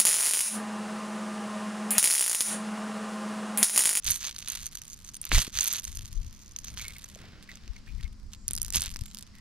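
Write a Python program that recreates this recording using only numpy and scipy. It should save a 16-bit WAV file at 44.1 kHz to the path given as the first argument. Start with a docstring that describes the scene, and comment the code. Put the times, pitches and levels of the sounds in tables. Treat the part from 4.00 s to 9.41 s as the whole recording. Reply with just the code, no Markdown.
"""Beside a still pond, a freshly caught fish hangs from a plastic lure, heard from a chest-worn camera.
Sleeves and wet hands rub in tiny slips, hooks and lure tick, wet skin squelches, the fish kicks once
with a knock, and the hook cracks as fingers work it free. Every click rings the camera's small
cavities; body movement shakes it with a low rumble. Quiet air and a faint drone lie behind."""
import sys
import numpy as np
from scipy import signal
from scipy.fft import rfft, irfft
from scipy.io import wavfile
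from scipy.ndimage import uniform_filter1d

SR = 44100
rng = np.random.default_rng(int(sys.argv[2]) if len(sys.argv) > 2 else 0)


def to_wav(s):
    """Save 16-bit WAV."""
    ch = np.atleast_2d(s).T  # columns
    pcm = np.round(np.clip(ch, -1, 1) * 32767)  # PCM
    wavfile.write(sys.argv[1], SR, pcm.astype(np.int16))


N = 238536
TIME = np.arange(N) / SR
FREQ = np.fft.rfftfreq(N, 1 / SR) + 1

# spectrum of a tick or slip: freq_hz, gain_db
CLICK_COLOUR = [(150, -15), (500, -15.5), (800, -13), (1100, -6.5), (2000, -3), (3600, 2), (4500, 1.5),
                (5300, -3), (8000, -3.5), (10500, -7), (13000, -7.5), (16500, -44)]
# camera cavities: freq_hz, width_hz, lift_db
CAVITY_MODES = [(6120, 150, 10), (6335, 405, 13), (9566, 116, 10.5), (11530, 1100, 2.5), (14650, 290, 22.5)]


def rubbing(base_rate_hz=280, scatter_db=4, tail_s=0.0012, patchy_db=9):
    """Sleeves and wet skin stick and slip: tiny uneven clicks that crowd as the rubbing gets harder."""
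    # contact with the camera: time_s, ring_db, crowding_db
    contact = [(0.5, -7, -1), (0.8, -6, -1), (1.25, -6, -1.5), (1.35, -17, 3), (1.6, -8, 2),
               (1.9, -7.5, 1.5), (2.6, 4, -0.5), (3.2, -28, 5.5), (4.72, -8, -8.5), (4.76, -8, 2),
               (4.9, -15, -7.5)]
    level_db, treble_db = rub_force()
    ring_db, crowding_db = curves(contact)
    rate_hz = base_rate_hz * undb(0.71 * (level_db + 48.5) + crowding_db)
    size = undb(scatter_db * np.minimum(rng.exponential(size=N), 3.5))
    slips = (rng.random(N) < rate_hz / SR) * size
    tail_power = signal.lfilter([1], [1, -np.exp(-1 / (tail_s * SR))], slips ** 2)
    push = slips * rng.choice([-1, 1], N) + 0.085 * stereo_noise(N, apart=0.77) * np.sqrt(tail_power)
    spectrum = rfft(push)
    # the wandering contact catches now one cavity, now another
    for hz, width_hz, lift_db in CAVITY_MODES:
        catch = 0.94 * undb(lift_db + ring_db + patchy_db * np.tanh(wander(rate_hz=60)))
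        spectrum += rfft(push * catch) * resonance(hz, width_hz)
    spectrum *= causal(undb(along(CLICK_COLOUR)))
    treble = irfft(spectrum * treble_share(FREQ), N)
    sound = irfft(spectrum, N) + (undb(treble_db - 1) - 1) * treble
    # hand pressure sets the power, however the slips fall
    power = np.mean(sound ** 2, axis=0)
    power = uniform_filter1d(uniform_filter1d(power, size=1500), size=1500)
    return sound / np.sqrt(np.abs(power) + 1e-4) * undb(level_db)


def rub_force(attack_s=0.0073, release_s=0.014):
    """Each rub grips, holds and lets go over the creep of the grip; returns level_db, treble_db."""
    # moves of hands or fish: start_s, hold_s, level_db, treble_db
    rubs = [(0.042, 0.018, -36, -5), (0.067, 0.056, -29, 9), (0.121, 0.049, -34.5, 12),
            (0.191, 0.11, -41, 1.5), (0.244, 0.045, -36.5, -6), (0.376, 0.024, -47, 9),
            (0.474, 0.11, -40, 0), (0.607, 0.071, -45.5, 5), (0.902, 0.05, -50, 10),
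            (1.047, 0.047, -49.5, 10), (1.243, 0.11, -46.5, -10), (1.323, 0.067, -28.5, -7),
            (1.334, 0.091, -29, 6), (1.449, 0.023, -40.5, 0), (1.539, .25, -37.5, -1.5),
            (1.57, 0.19, -36, 0), (2.643, 0.049, -45.5, -9), (2.774, 0.071, -43, -4),
            (3.427, 0.015, -56.5, 4), (3.498, 0.074, -57.5, -12), (4.012, 0.036, -52.5, -6.5),
            (4.327, 0.012, -49.5, -3), (4.745, 0.032, -29, 3), (4.796, 0.056, -40, 0),
            (4.852, 0.019, -39.5, -11), (5.024, 0.039, -50, 6), (5.133, 0.086, -52, 13)]
    # creep between rubs: time_s, level_db, treble_db
    creep = [(0.0, -60.5, -4), (0.35, -48, -2), (0.7, -48.5, 4), (1.0, -56, 9), (1.5, -53, 4),
             (1.88, -46.5, 7.5), (2.1, -53.5, 3), (2.3, -56, 1), (2.55, -55, 7), (2.95, -51, 4),
             (3.15, -55.5, 6.5), (3.33, -64, -18), (4.1, -63, 4), (4.44, -88, 12), (4.5, -52, -1),
             (4.9, -48.5, 11), (5.28, -61.5, -4), (5.41, -60.5, 9)]
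    creep_db, creep_treble_db = curves(creep)
    power = undb(creep_db) ** 2
    weighted_treble = power * creep_treble_db
    for start_s, hold_s, level_db, treble_db in rubs:
        before = np.maximum(start_s - TIME, 0) / attack_s
        after = np.maximum(TIME - start_s - hold_s, 0) / release_s
        rub_power = (undb(level_db) * np.exp(-np.minimum(before + after, 20))) ** 2
        power += rub_power
        weighted_treble += rub_power * treble_db
    return 10 * np.log10(power), weighted_treble / power


def lure_ticks():
    """The dangling plastic lure and its hooks tick together."""
    # contacts: start_s, relative_db, treble_db
    ticks = [(0.0444, -28, 29), (0.0721, -31.5, -11), (0.0797, -22, -28), (0.0945, -27, -13),
             (0.1037, -21, 1.5), (0.1087, -15.5, 21), (0.1176, -17.5, 12), (0.2063, -35, 4),
             (0.2294, -30.5, -19), (0.2515, -27.5, -14), (0.2664, -32.5, 8), (0.363, -32, -16.5),
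             (0.3885, -32.5, 4), (0.4255, -35, -19), (0.4755, -32, -17), (0.4845, -27, 33),
             (0.5008, -24, 12), (0.5203, -29.5, 17), (0.5537, -31.5, 22), (0.5724, -36, -9),
             (0.6583, -31, 16), (0.6659, -27, 35), (0.7537, -28.5, 7), (0.7723, -32.5, -6), (0.818, -35, 1),
             (0.8802, -38.5, 14), (0.9005, -39, 4), (0.9317, -36, -2), (1.0903, -37, -14),
             (1.1437, -35, 9.5), (1.1525, -35.5, 12), (1.1672, -35, 14), (1.2149, -27, 23),
             (1.2408, -38, -18.5), (1.2526, -28, 12), (1.2912, -36.5, 16), (1.3477, -21, -5),
             (1.3574, -26.5, 9), (1.3819, -21.5, -5), (1.3908, -21.5, -30), (1.4025, -27.5, -20),
             (1.4231, -31, 28), (1.5736, -23, -14), (1.5874, -19, -13), (1.5958, -26.5, -9),
             (1.6099, -24.5, 12), (1.6224, -27, 4), (1.6306, -23, 2), (1.6417, -21, 25),
             (1.6577, -25.5, -0.5), (1.6683, -24, 16.5), (1.6762, -20, 21.5), (1.6821, -21.5, 18),
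             (1.728, -22, 26), (1.7356, -23, 12), (1.7664, -29.5, 17), (1.797, -29.5, 12), (1.8422, -31, 6),
             (1.8513, -28.5, 4), (1.8784, -32.5, -4), (1.9546, -36, 25), (1.9716, -31, 5),
             (1.9919, -36.5, -1), (2.0566, -37, 2.5), (2.1286, -38.5, 1), (2.5629, -28, -2),
             (2.5876, -32, 4), (2.6465, -35, 8), (2.6831, -34.5, -14.5), (2.7737, -33.5, -29),
             (2.779, -40, -9), (2.7955, -33.5, -17), (2.8162, -34.5, -5), (2.882, -30.5, 5),
             (2.9837, -40, -3), (3.0431, -34, 3), (3.088, -43, 9), (3.1488, -40.5, -10), (3.5161, -44, -20),
             (3.5557, -41.5, 8), (3.6782, -43.5, -20), (3.7646, -44.5, -29), (4.3339, -38, -11)]
    return clicks(ticks, CLICK_COLOUR, chatter=0.57, chatter_s=0.00085, ring=1.1,
                  tilt_db=3.5, gain_db=-1.5, apart=0.32)


def hook_cracks():
    """The hook cracks as it twists in the mouth: much chatter, little ringing."""
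    # twists: start_s, relative_db, treble_db
    cracks = [(4.4808, -21.5, 6), (4.4878, -33, -4), (4.5095, -27.5, 9), (4.5338, -25, 26),
              (4.5523, -28, 15), (4.5647, -29.5, 15), (4.5774, -29.5, -2), (4.5838, -34, 10),
              (4.6171, -22, 14.5), (4.6298, -27.5, 15), (4.6481, -32, 1.5), (4.6641, -38, 0),
              (4.6818, -37, -6.5), (4.7043, -29.5, 10), (4.7253, -32, 2), (4.7362, -29, 8),
              (4.7461, -25.5, -24), (4.7529, -25, -1), (4.7583, -17, 8), (4.7687, -21.5, -3.5),
              (4.8079, -28, 16), (4.8198, -23, 0), (4.8284, -38.5, -7), (4.8368, -31.5, 10),
              (4.8602, -30.5, -1.5), (4.8922, -40.5, -15), (4.9033, -41.5, -2.5), (4.9399, -40.5, -10.5),
              (4.9607, -32, -20), (4.9682, -37.5, -4), (5.0115, -40.5, -2), (5.1471, -35.5, 6),
              (5.171, -38, -9), (5.1868, -38, 1.5), (5.2258, -38.5, -5)]
    # crack spectrum: freq_hz, gain_db
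    colour = [(150, -4), (600, -18.5), (1200, -14), (3400, -7.5), (5000, 2), (7500, 0), (9700, 1.5),
              (11600, -1), (13700, -9), (16500, -26)]
    return clicks(cracks, colour, chatter=1.7, chatter_s=0.0006, ring=0.11,
                  tilt_db=-3, gain_db=0, apart=0.25)


def clicks(contacts, colour, chatter, chatter_s, ring, tilt_db, gain_db, apart):
    """An impulse and brief chatter ring the cavities in random shares; harder contacts are brighter."""
    out, t = np.zeros((2, N)), TIME[:2048]
    freq = np.fft.rfftfreq(len(t), 1 / SR) + 1
    body = causal(undb(along(colour, freq)))
    for start_s, relative_db, treble_db in contacts:
        push = chatter * stereo_noise(len(t), apart) * np.exp(-t / chatter_s)
        push[:, 0] += 1
        modes = sum(rng.rayleigh() * undb(lift_db) * resonance(hz, width_hz, freq)
                    for hz, width_hz, lift_db in CAVITY_MODES)
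        hardness = causal(undb((treble_db + tilt_db) * treble_share(freq)))
        click = irfft(rfft(push) * body * hardness * (1 + ring * modes))
        click /= np.sqrt(np.sum(click ** 2) / (2 * 0.003 * SR))  # energy of 3 ms at unit rms
        add(out, start_s, click * undb(relative_db + gain_db))
    return out


def knocks():
    """The fish's kick and softer bumps: heavily damped blows, barely one swing long."""
    # blows: centre_s, peak_db, pitch_hz, half_width_cycles, left_minus_right_db
    blows = [(1.3176, -6.5, 2080, 0.47, -4.5), (1.329, -22.5, 193, 0.2, 0), (1.357, -19, 34.5, 1, 1),
             (1.382, -19, 1160, 0.36, -5.5), (1.396, -25, 125, 0.58, -1), (1.479, -28.5, 197, 0.23, 2),
             (2.176, -28, 34.3, 0.85, 16), (3.163, -43, 570, 0.93, 4), (3.243, -46.5, 620, 0.77, 6),
             (3.706, -35, 40, 0.5, 25), (4.048, -29, 42, 0.44, 20), (5.02, -27.5, 72.6, 0.31, 15)]
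    out = np.zeros((2, N))
    t = TIME[:8192] - TIME[4096]
    for centre_s, peak_db, hz, cycles, pan_db in blows:
        blow = -np.cos(2 * np.pi * hz * t) * np.exp(-(t * hz / cycles) ** 2)
        add(out, centre_s + t[0], blow * panned(peak_db, pan_db))
    return out


def squelches_and_pings(pop_rate_hz=330, sag=0.017, spread=0.03, damping=0.062, uneven_db=5):
    """Wet squelches near 2 kHz, plus two short, high pings of ticks ringing the camera's cavities."""
    # runs of uneven pops, each with a sagging resonance: centre_s, half_length_s, level_db, ring_hz
    runs = [(1.351, 0.0035, -29, 6160), (1.355, 0.0044, -25, 2140), (1.609, 0.002, -18.5, 6400),
            (2.808, 0.014, -41, 2270), (2.854, 0.016, -43, 2210), (2.891, .03, -49, 2170),
            (2.965, 0.013, -50, 2170), (3.493, 0.0054, -42, 1990), (3.506, 0.017, -47, 2050),
            (3.764, 0.0052, -44, 2160), (3.876, 0.0085, -52, 1760), (3.894, 0.021, -53.5, 2430),
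            (4, 0.0089, -50, 2050), (4.055, 0.011, -52.5, 2200), (5.372, 0.036, -59, 1930)]
    out, t = np.zeros(N), TIME[:2048]
    for centre_s, half_s, level_db, ring_hz in runs:
        count = 1 + int(2 * half_s * pop_rate_hz)
        for k, (late, detune, force) in enumerate(rng.random((count, 3))):
            place = 2 * (k + late) / count - 1  # -1 to 1 through the run
            hz = ring_hz * (1 - sag * place + spread * (2 * detune - 1))
            volume = np.sin(2 * np.pi * hz * t) * np.exp(-np.pi * damping * ring_hz * t)
            pop = np.diff(volume)  # only the change of volume radiates: no bass
            pop[0] += 0.22  # snap at the onset
            pop /= np.sqrt(count * np.sum(pop ** 2) / (half_s * SR))
            size = undb(level_db + uneven_db * (2 * force - 1)) * (1 - place ** 2 / 2)
            add(out, centre_s + place * half_s, pop * size)
    return out


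def brushing(grain_db=3):
    """The hand brushes over the fish: a soft, grainy swish."""
    # stroke: time_s, level_db
    stroke = [(2.5, -93), (2.7, -58), (3.1, -63.5), (3.2, -52), (3.4, -57.5), (3.7, -63), (4.0, -68),
              (4.15, -93)]
    # swish spectrum: freq_hz, gain_db
    colour = [(150, -1.5), (300, -8.5), (620, -15.5), (850, -19.5), (1500, -14), (2600, -16.5), (5000, -26),
              (7000, -48), (16000, -41.5)]
    return noise(colour) * undb(curves(stroke)[0] + grain_db * wander(rate_hz=180))


def rumble(tremble_db=-55.5, gain_db=-1):
    """The camera trembles on its strap and swings with each lurch; both ports move mostly alike."""
    # shake spectrum: freq_hz, gain_db
    colour = [(12, -15), (22, -2.5), (32, -1.5), (50, -8.5), (72, -8), (110, -15), (200, -30.5), (300, -40),
              (600, -60.5), (1500, -81)]
    # body lurches: centre_s, half_width_s, relative_db, left_minus_right_db
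    lurches = [(0.09, 0.05, -35, -3.5), (0.618, 0.055, -45, -0.5), (1.362, 0.054, -20.5, -4.5),
               (1.578, 0.049, -38.5, 1), (1.896, 0.044, -44.5, 17), (1.988, 0.096, -38.5, 6),
               (2.206, 0.14, -37, 6.5), (2.775, 0.25, -44, 4), (3.695, 0.14, -46.5, 8),
               (3.957, 0.088, -39, 18), (4.074, 0.13, -41, 5), (4.258, 0.077, -41, -8),
               (4.6, 0.28, -41, 7.5), (4.776, 0.042, -31, -2), (4.936, 0.18, -39.5, 6)]
    shake = wide_noise(colour, apart=0.44)
    shake /= np.sqrt(uniform_filter1d(shake ** 2, size=4000) + 1e-6)
    power = undb(tremble_db) ** 2
    for centre_s, half_s, relative_db, pan_db in lurches:
        swing = np.exp(-np.minimum(2 * ((TIME - centre_s) / half_s) ** 2, 20))
        power = power + (swing * panned(relative_db, pan_db)) ** 2
    return shake * np.sqrt(power) * undb(gain_db)


def swells(relative_width=0.16):
    """A thin hiss comes and goes; a low drone grows in the distance."""
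    # noise bands: centre_s, half_width_s, level_db, centre_hz
    bands = [(4.4, 0.15, -65.5, 7200), (5.08, 0.055, -57, 7100), (4.94, 4.6, -61, 206.7)]
    out = np.zeros(N)
    for centre_s, half_s, level_db, hz in bands:
        spectrum = rfft(rng.standard_normal(N)) * resonance(hz, relative_width * hz) ** 2
        envelope = undb(level_db) * np.exp(-2 * ((TIME - centre_s) / half_s) ** 2)
        out += unit_rms(irfft(spectrum, N)) * envelope
    return out


def pond_air(gain_db=-57, drift_db=0.6, lull_db=-6, lull_s=4.28, lull_half_s=0.26):
    """Quiet air and microphone hiss drift a little; the middle range hushes once."""
    # background spectrum: freq_hz, gain_db
    colour = [(20, 9.5), (120, 2), (220, -0.5), (300, -8), (420, -16), (750, -21.5), (1050, -15.5),
              (1500, -18.5), (3700, -20), (5100, -14), (6200, -21.5), (9000, -30), (16000, -47)]
    hiss = wide_noise(colour, apart=0.95)
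    middle = irfft(rfft(hiss) * np.abs(resonance(hz=3060, width_hz=2900)) ** 2, N)
    hush = undb(lull_db * np.exp(-((TIME - lull_s) / lull_half_s) ** 2))
    return (hiss + (hush - 1) * middle) * undb(gain_db + drift_db * wander(rate_hz=3.01))


def ports(sound):
    """Sound reaches the right microphone port first and mostly louder."""
    # phase between ports: freq_hz, left_lead_rad
    phase = [(100, -0.5), (2000, -0.86), (4300, -1.03), (5500, -2), (6400, -2), (7400, -2), (9400, -1.44),
             (10500, -2.5), (11400, -2.12), (13000, -2), (15000, -1.5)]
    # balance between ports: freq_hz, left_minus_right_db
    balance = [(400, 0), (2300, -2.5), (4400, 1), (6300, -6), (9500, -2.5), (12000, -7)]
    left = undb(along(balance)) * np.exp(1j * along(phase))
    response = np.array([left, np.ones(len(left))]) * np.sqrt(2 / (1 + np.abs(left) ** 2))
    return irfft(rfft(sound) * response, N)


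def undb(db):
    """Decibels to gain."""
    return 10 ** (np.asarray(db) / 20)


def panned(level_db, pan_db):
    """Left and right gains, pan_db apart."""
    return undb([[level_db + pan_db / 2], [level_db - pan_db / 2]])


def unit_rms(x):
    """Scale to an rms of one."""
    return x / np.sqrt(np.mean(x ** 2) + 1e-20)


def curves(table):
    """Columns of a time table, one value a sample."""
    time_s, *columns = np.transpose(table)
    return [np.interp(TIME, time_s, column) for column in columns]


def along(points, freq=FREQ):
    """Interpolate (freq_hz, value) points on a log-frequency axis."""
    hz, value = np.transpose(points)
    return np.interp(np.log(freq), np.log(hz), value)


def noise(colour):
    """Coloured noise at unit rms."""
    return unit_rms(irfft(rfft(rng.standard_normal(N)) * undb(along(colour)), N))


def wide_noise(colour, apart):
    """Coloured noise shared by both ports, plus a part of their own."""
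    return noise(colour) + apart * np.array([noise(colour), noise(colour)])


def stereo_noise(count, apart):
    """Unit-variance white noise, partly shared by the two ports."""
    shared, *own = rng.standard_normal((3, count))
    return (shared + apart * np.array(own)) / np.sqrt(1 + apart ** 2)


def wander(rate_hz):
    """Random drift with a spread near one."""
    steps = rng.standard_normal(4096)
    return np.interp(TIME * rate_hz, np.arange(len(steps)), steps)


def resonance(hz, width_hz, freq=FREQ):
    """One damped mode, gain one at its centre."""
    return 1 / (1 + 1j * (freq ** 2 - hz ** 2) / (freq * width_hz))


def causal(gain):
    """Minimum-phase response: starts sharply, then rings out."""
    cepstrum = irfft(np.log(gain))
    half = len(cepstrum) // 2
    cepstrum[1:half] *= 2
    cepstrum[half + 1:] = 0
    return np.exp(rfft(cepstrum))


def treble_share(freq, split_hz=7000, top_hz=14000):
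    """Weight, 0 to 1, of the band that hard contacts brighten."""
    return 1 / (1 + (split_hz / freq) ** 6) / (1 + (freq / top_hz) ** 10)


def add(out, start_s, sound):
    """Mix a short sound in at start_s."""
    start = max(int(start_s * SR), 0)
    part = out[..., start:start + sound.shape[-1]]
    part += sound[..., :part.shape[-1]]


def scene():
    """Close handling over the rumble and the quiet pond."""
    handling = lure_ticks() + hook_cracks() + rubbing() + squelches_and_pings() + brushing()
    return ports(handling + swells()) + knocks() + rumble() + pond_air()


def record(dry):
    """The camera cuts the treble above 16 kHz."""
    return signal.sosfilt(signal.ellip(8, 0.2, 70, 16000, fs=SR, output="sos"), dry)


dry = scene()
out = record(dry)
to_wav(out)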